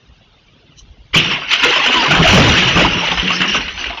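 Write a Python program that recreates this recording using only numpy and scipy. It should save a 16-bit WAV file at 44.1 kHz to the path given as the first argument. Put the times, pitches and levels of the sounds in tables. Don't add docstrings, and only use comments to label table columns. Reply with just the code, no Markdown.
import sys
import numpy as np
from scipy import signal
from scipy.fft import rfft, irfft
from scipy.io import wavfile
from scipy.ndimage import uniform_filter1d

SR = 44100
rng = np.random.default_rng(int(sys.argv[2]) if len(sys.argv) > 2 else 0)


def unload_wav(signal):
    wavfile.write(
        sys.argv[1],
        SR,
        np.round(np.clip(np.atleast_2d(signal).T, -1, 1) * 32767).astype(np.int16),
    )


N = 176400


def from_db(db):
    return 10 ** (np.asarray(db) / 20)


def rms_one(x):
    return x / np.sqrt(np.mean(x ** 2) + 1e-20)


def in_time(rows):
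    s, *columns = np.transpose(rows)
    return [np.interp(np.arange(N) / SR, s, column) for column in columns]


def drift(rate_hz):
    step = 40
    pole = np.exp(-2 * np.pi * rate_hz * step / SR)
    noise = rng.standard_normal(N // step + 2002)
    slow = signal.lfilter([1], [1, -2 * pole, pole * pole], noise)[2000:]
    return np.interp(np.arange(N) / step, np.arange(len(slow)), rms_one(slow))


def resonance(x, hz, width_hz):
    r = np.exp(-np.pi * width_hz / SR)
    feedback = [1, -2 * r * np.cos(2 * np.pi * hz / SR), r * r]
    return signal.lfilter([(1 - r * r) / 2, 0, (r * r - 1) / 2], feedback, x)


def band_noise(order, low_hz, high_hz):
    band = signal.butter(order, [low_hz, high_hz], "band", fs=SR, output="sos")
    return rms_one(signal.sosfilt(band, rng.standard_normal(N)))


def grains(per_s, spread_db):
    sizes = from_db(spread_db * np.minimum(rng.exponential(1, N), 5)) * rng.choice([-1, 1], N)
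    clicks = sizes * (rng.random(N) < per_s / SR)
    pitch_index = rng.integers(0, 40, N)
    rings = np.zeros(N)
    for k, hz in enumerate(np.geomspace(250, 7200, 40)):
        rings += resonance(clicks * (pitch_index == k) + 1e-18, hz, 2.2 * hz / 61)
    return np.sqrt(0.51) * rms_one(rings) + 0.35 * rms_one(clicks)


def coloured(x, spectrum, patchy_db, rate_hz):
    hz, db = np.transpose(spectrum)
    spacing_hz = 140
    bins_hz = np.fft.rfftfreq(N, 1 / SR)
    gain_db = np.interp(np.log(bins_hz + 1), np.log(hz), db, left=-99, right=-99)
    shaped = rfft(x) * from_db(gain_db)
    out = np.zeros(N)
    for centre in np.arange(0, 7600, spacing_hz):
        if hz[0] - spacing_hz < centre < hz[-1] + spacing_hz:
            triangle = np.clip(1 - np.abs(bins_hz - centre) / spacing_hz, 0, 1)
            out += irfft(shaped * triangle, N) * from_db(patchy_db * drift(rate_hz))
    return rms_one(out)


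def burst(s, rise_s, t60):
    start = int(s * SR)
    t = np.arange(min(N - start, int((rise_s + t60) * SR) + 2)) / SR
    rise_s = max(rise_s, .0005)
    rise = np.sin(np.pi / 2 * t / rise_s) ** 2
    fall = from_db(-60 * (t - rise_s) / max(t60, .01))
    return start, np.where(t < rise_s, rise, fall)


# (frequency [Hz], relative level [dB])
BRITTLE = [(700, -31.5), (1300, -11), (2200, -6), (3000, -5), (3800, -13.5), (4600, -31.5)]
WOODY = [(180, 11.5), (350, 7.5), (600, 7), (1000, 10.5), (1500, 3.5), (2200, -37.5)]
FIZZ = [(3300, -36), (4000, 8.5), (5000, 7.5), (6000, 9.5), (6400, -7), (7300, -16)]
# (time [s], relative level [dB], woody part against brittle part [dB],
# rise [s], fall by 60 dB [s])
CRACKS = [(1.13, -6.5, -21, 0.0048, 0.24), (1.137, 7.5, -12, 0.013, 0.16), (1.164, 9, -20, 0.0048, 0.26),
          (1.188, 0, -55, 0.0015, 0.05), (1.237, -4, -34, 0.01, 0.41), (1.267, -4, -46, 0.011, 0.082),
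          (1.309, 1, -5.5, 0.0024, 0.19), (1.414, -11, 2.5, 0.0058, 0.13), (1.49, -9, -20, 0.0023, 0.05),
          (1.505, 3, -23, 0.0049, 0.1), (1.513, 9.5, -37, 0.0027, 0.077), (1.529, 14, -18.5, 0.0043, 0.055),
          (1.633, 13.5, -13, 0.0046, 0.1), (1.683, 1.5, -17, 0.0056, 0.18), (1.72, 1, -2, 0.0073, 0.19),
          (1.759, 1.5, 2.5, 0.0042, 0.11), (1.797, -9, 0, 0.0068, 0.082), (1.86, 6.5, -4.5, 0.0029, 0.12),
          (1.893, -8.5, 6.5, 0.003, 0.2), (1.918, 3.5, -23, 0.014, 0.45), (1.941, 5, -4, 0.0023, 0.042),
          (1.968, -4, -2, 0.0046, 0.083), (2.03, -14, 15.5, 0.002, 0.044), (2.104, 4.5, 5.5, 0.0068, 0.24),
          (2.147, 5, -1, 0.0027, 0.15), (2.224, 6, -15, 0.0055, 0.24), (2.271, 10, -21, 0.0071, 0.092),
          (2.373, -7.5, 19.5, 0.0016, 0.17), (2.455, -4.5, 5, 0.013, 0.18),
          (2.519, -2.5, 1.5, 0.002, 0.059), (2.569, 3.5, -10, 0.002, 0.54), (2.62, 1, -8, 0.008, 0.13),
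          (2.668, 5.5, -6.5, 0.015, 0.21), (2.715, -7, -9.5, 0.0021, 0.14), (2.76, -3, 10, 0.0046, 0.26),
          (2.837, -2, -14.5, 0.0022, 0.14), (2.907, -9.5, 2, 0.0077, 0.3), (2.946, -7, 4.5, 0.0014, 0.2),
          (3.018, -10, -1.5, 0.0032, 0.17), (3.069, -1, -6, 0.0032, 0.14), (3.113, 4.5, -5, 0.0065, 0.056),
          (3.171, 0.5, -7.5, 0.0062, 0.1), (3.194, 1.5, -26, 0.0046, 0.049), (3.275, 2, -42, 0.0015, 0.15),
          (3.302, 1.5, -7.5, 0.0033, 0.11), (3.315, -5, -5, 0.0026, 0.073), (3.379, -13, -8, 0.0027, 0.05),
          (3.401, 1.5, -15, 0.0037, 0.068), (3.413, 6, -10, 0.006, 0.08), (3.443, -11.5, 10, 0.0099, 0.078),
          (3.492, -1.5, -9, 0.0028, 0.065), (3.542, -1, -2.5, 0.002, 0.12),
          (3.605, -4.5, -24, 0.0028, 0.048), (3.678, -3, -10.5, 0.004, 0.063),
          (3.717, -18, -7, 0.0016, 0.019), (3.771, -10.5, -11, 0.0073, 0.16),
          (3.793, -15.5, -2, 0.0028, 0.075), (3.817, -14, 0, 0.0038, 0.084), (3.84, -2, -25, 0.0017, 0.035),
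          (3.857, -8, -2.5, 0.003, 0.21), (3.896, -6.5, -3, 0.003, 0.13), (3.929, -15, 4, 0.0014, 0.12),
          (3.972, -10.5, 2, 0.0028, 0.12)]
CRACKS_DB = -17
FIZZ_DB, FIRST_SNAP_DB = -19.5, -7


def cracks():
    power = np.zeros((4, N))
    for s, db, woody_db, rise_s, t60 in CRACKS:
        i, shape = burst(s, rise_s, t60)
        shapes = np.array([shape, shape, shape ** 0.82])
        levels = from_db([[db], [db + woody_db], [db + FIZZ_DB]])
        power[:3, i:i + len(shape)] += (levels * shapes) ** 2
        i, shape = burst(s + rise_s / 2, 0.0017, 0.042)
        power[3, i:i + len(shape)] += (from_db(db + FIRST_SNAP_DB) * shape) ** 2
    splinters = grains(per_s=3000, spread_db=2.5)
    snap = band_noise(4, 900, 3900)
    snap = snap / np.sqrt(uniform_filter1d(snap ** 2, size=90))
    parts = [coloured(splinters, BRITTLE, 1.1, 28.0), coloured(splinters, WOODY, 5.1, 18.8),
             coloured(splinters, FIZZ, 6.7, 22.0), snap]
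    return from_db(CRACKS_DB) * np.sum(np.sqrt(power) * parts, axis=0)


# (time [s], relative level [dB], pitch [Hz], rise [s], fall by 60 dB [s])
THUDS = [(1.156, -2, 165.7, 0.005, 0.26), (1.165, -16.5, 110.4, 0.012, 0.43),
         (1.236, -18.5, 182.2, 0.045, 0.31), (1.312, -21.5, 149, 0.0077, 0.4),
         (1.647, -27, 134, 0.042, 0.25), (1.75, -30, 159.6, 0.027, 0.64), (1.956, -16.5, 235, 0.023, 0.32),
         (2.067, -9, 149, 0.038, 0.79), (2.117, -12.5, 194.4, 0.013, 0.25), (2.188, 3, 164.4, 0.015, 0.16),
         (2.278, -4, 84.1, 0.015, 1), (2.33, 6.5, 178.7, 0.005, 0.3), (2.369, 5, 138, 0.0073, 0.38),
         (2.437, -4, 119.4, 0.013, 0.42), (2.487, -6, 75.4, 0.01, 0.26), (2.559, -10, 173, 0.015, 0.78),
         (2.653, -13.5, 138, 0.012, 1), (2.752, -0.5, 174.4, 0.014, 0.35),
         (2.848, -10.5, 103.5, 0.015, 0.32), (2.951, -13, 175.3, 0.012, 0.38),
         (3.111, -15.5, 174, 0.0059, 0.31), (3.224, -12, 183.3, 0.0063, 1), (3.4, -14.5, 194.8, 0.01, 0.74),
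         (3.55, -14.5, 246, 0.0055, 0.23), (3.791, -31.5, 329, 0.0067, 0.36)]
THUDS_DB, RUMBLE_DB = -5, -7
WAVER_SHARE = 0.06


def thuds():
    out = np.zeros(N)
    waver = drift(44.0)
    rumble = band_noise(2, 90, 420)
    for s, db, hz, rise_s, t60 in THUDS:
        i, shape = burst(s, rise_s, t60)
        span = slice(i, i + len(shape))
        turns = rng.random() + np.cumsum(hz * (1 + WAVER_SHARE * waver[span])) / SR
        body = np.sin(2 * np.pi * turns) + from_db(RUMBLE_DB) * rumble[span]
        out[span] += from_db(db + THUDS_DB) * shape * body
    return out


# (time [s], main tone level [dB], starting pitch [Hz],
# fall by 60 dB [s], glide [Hz per s])
KNOCKS = [(1.651, -10, 467, 0.18, 902), (1.656, -16.5, 375, 0.24, -1500.), (1.956, -10, 1030, 0.39, -1800.),
          (1.953, -17, 326, 0.2, -4), (2.765, -9, 507, 0.2, 11996), (2.767, -9, 282, 0.38, 5001),
          (2.851, -13, 337, 0.2, -3500.), (3.299, -13.5, 1085, 0.13, 5995), (3.545, -9, 1260, 0.021, -5),
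          (3.90, -22.5, 691, 0.13, 9)]


def knocks():
    out = np.zeros(N)
    for s, db, hz, t60, glide in KNOCKS:
        i, shape = burst(s, 0.0052, t60)
        t = np.arange(len(shape)) / SR
        phase = 2 * np.pi * (hz * t + glide * t * t / 2)
        stopped = np.clip((0.36 * t60 - t) / 0.0042 + 1, 0, 1)
        tones = np.sin(phase) + 0.14 * np.sin(1.8 * phase)
        out[i:i + len(shape)] += from_db(db) * shape * stopped * tones
    return out


# (time [s], level of the main part [dB], lower part against it [dB],
# treble against it [dB])
LEAVES = [(1.14, -41, 39, 31.5), (1.19, -53.5, 16, 23.5), (1.31, -24, -7, -12), (1.47, -32, -7, -14.5),
          (1.52, -21.5, -9, -1), (1.62, -19.5, -10, -12), (1.65, -12.5, 2, -16), (1.71, -17, -9.5, -10),
          (2.18, -19, 1.5, -10), (2.35, -10.5, -1, -10), (2.74, -19, -8.5, -8), (2.78, -14, 1, -13.5),
          (2.9, -21, -4.5, -10.5), (3.39, -24.5, -7, -5), (3.43, -19.5, 1, -18), (3.51, -23.5, -30, -2.5),
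          (3.56, -20, -7, -10.5), (3.76, -37.5, -11, -5), (3.82, -30.5, -8.5, -7), (4.0, -40, -15, -8.5)]
# (frequency [Hz], relative level [dB])
LEAF_RUSH = [(800, -19), (1300, -4), (2000, 2.5), (3000, 1.5), (3800, -6.5), (4600, -30.5)]


def leaves():
    level_db, low_db, high_db = in_time(LEAVES)
    ticks = grains(per_s=9000, spread_db=1)
    begun = np.clip((np.arange(N) / SR - LEAVES[0][0]) / 0.023, 0, 1)
    rush = coloured(ticks, LEAF_RUSH, 2.42, 9.3)
    rush = rush + from_db(low_db) * coloured(ticks, WOODY, 7.3, 26.0)
    rush = rush + from_db(high_db) * coloured(ticks, FIZZ, 5.4, 8.1)
    return begun * from_db(level_db + 1.68 * drift(12.6)) * rush


# (frequency [Hz], width of each resonance [Hz], level [dB])
WHEEZE = [(3060, 210, -55.5), (3990, 190, -50), (5870, 840, -46.5)]
WHEEZE_S, WHEEZE_LENGTH_S = 0.797, 0.024


def wheeze():
    bell = np.exp(-((np.arange(N) / SR - WHEEZE_S) / WHEEZE_LENGTH_S) ** 2)
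    white = rng.standard_normal(N)
    bands = np.zeros(N)
    for hz, width_hz, db in WHEEZE:
        twice = resonance(resonance(white, hz, width_hz), hz, width_hz)
        bands += from_db(db) * rms_one(twice)
    return bell * from_db(3.4 * drift(60.0)) * bands


# (time [s], level [dB])
BREEZE = [(0.0, -65), (0.05, -55), (0.78, -54), (0.83, -42), (2.09, -49), (2.19, -15.5), (2.24, -20.5),
          (2.35, -19), (2.72, -33.5), (2.8, -23.5), (3.04, -47), (3.21, -23), (3.29, -63.5), (3.6, -33),
          (3.8, -39), (4.0, -54)]


def wind():
    return band_noise(2, 36, 67.6) * from_db(in_time(BREEZE)[0] + 5 * drift(11.0))


# (frequency [Hz], relative level [dB])
STREET = [(90, 8), (170, 1.5), (300, -4), (600, -8.5), (1200, -13.5), (2500, -15.5), (3500, -12),
          (4600, -18.5), (6000, -22.5), (6500, -26.5), (7300, -42.5)]
STREET_DB = -51


def street_hush():
    return from_db(STREET_DB) * coloured(rng.standard_normal(N), STREET, 5.0, 25.0)


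# (delay [s], level [dB])
ECHOES = [(.011, -16.5), (.023, -13.5), (.037, -20.5), (.058, -30)]


def street_echo(x):
    dull = signal.sosfilt(signal.butter(1, 8800, fs=SR, output="sos"), x)
    out = x.copy()
    for k, (s, db) in enumerate(ECHOES):
        lag = int(s * SR)
        out[lag:] += (-1) ** k * from_db(db) * dull[:N - lag]
    return out


def scene():
    echoed = street_echo(cracks() + knocks())
    return (echoed + thuds() + leaves() + wheeze() + wind() + street_hush())[None]


def roll_off(x):
    return signal.sosfilt(signal.butter(12, 15890, fs=SR, output="sos"), x)


MIC_PEAK_HZ, MIC_PEAK_WIDTH_HZ, MIC_PEAK_DB = 2850, 480, 7.5
DIP_HZ, DIP_WIDTH_HZ, DIP_SHARE = 6710, 260, 0.29
SOFT_TOP, HARD_TOP = 0.62, 0.685
BAND_LIMIT_HZ = 7230


def record(dry):
    peak = resonance(dry, MIC_PEAK_HZ, MIC_PEAK_WIDTH_HZ)
    x = dry + (from_db(MIC_PEAK_DB) - 1) * peak
    x = SOFT_TOP * np.tanh(x / SOFT_TOP)
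    x = x - DIP_SHARE * resonance(x, DIP_HZ, DIP_WIDTH_HZ)
    x = signal.sosfilt(signal.ellip(12, .5, 80, BAND_LIMIT_HZ, fs=SR, output="sos"), x)
    mix = np.clip(x, -HARD_TOP, HARD_TOP)
    return roll_off(mix)


dry = scene()
out = record(dry)
unload_wav(out)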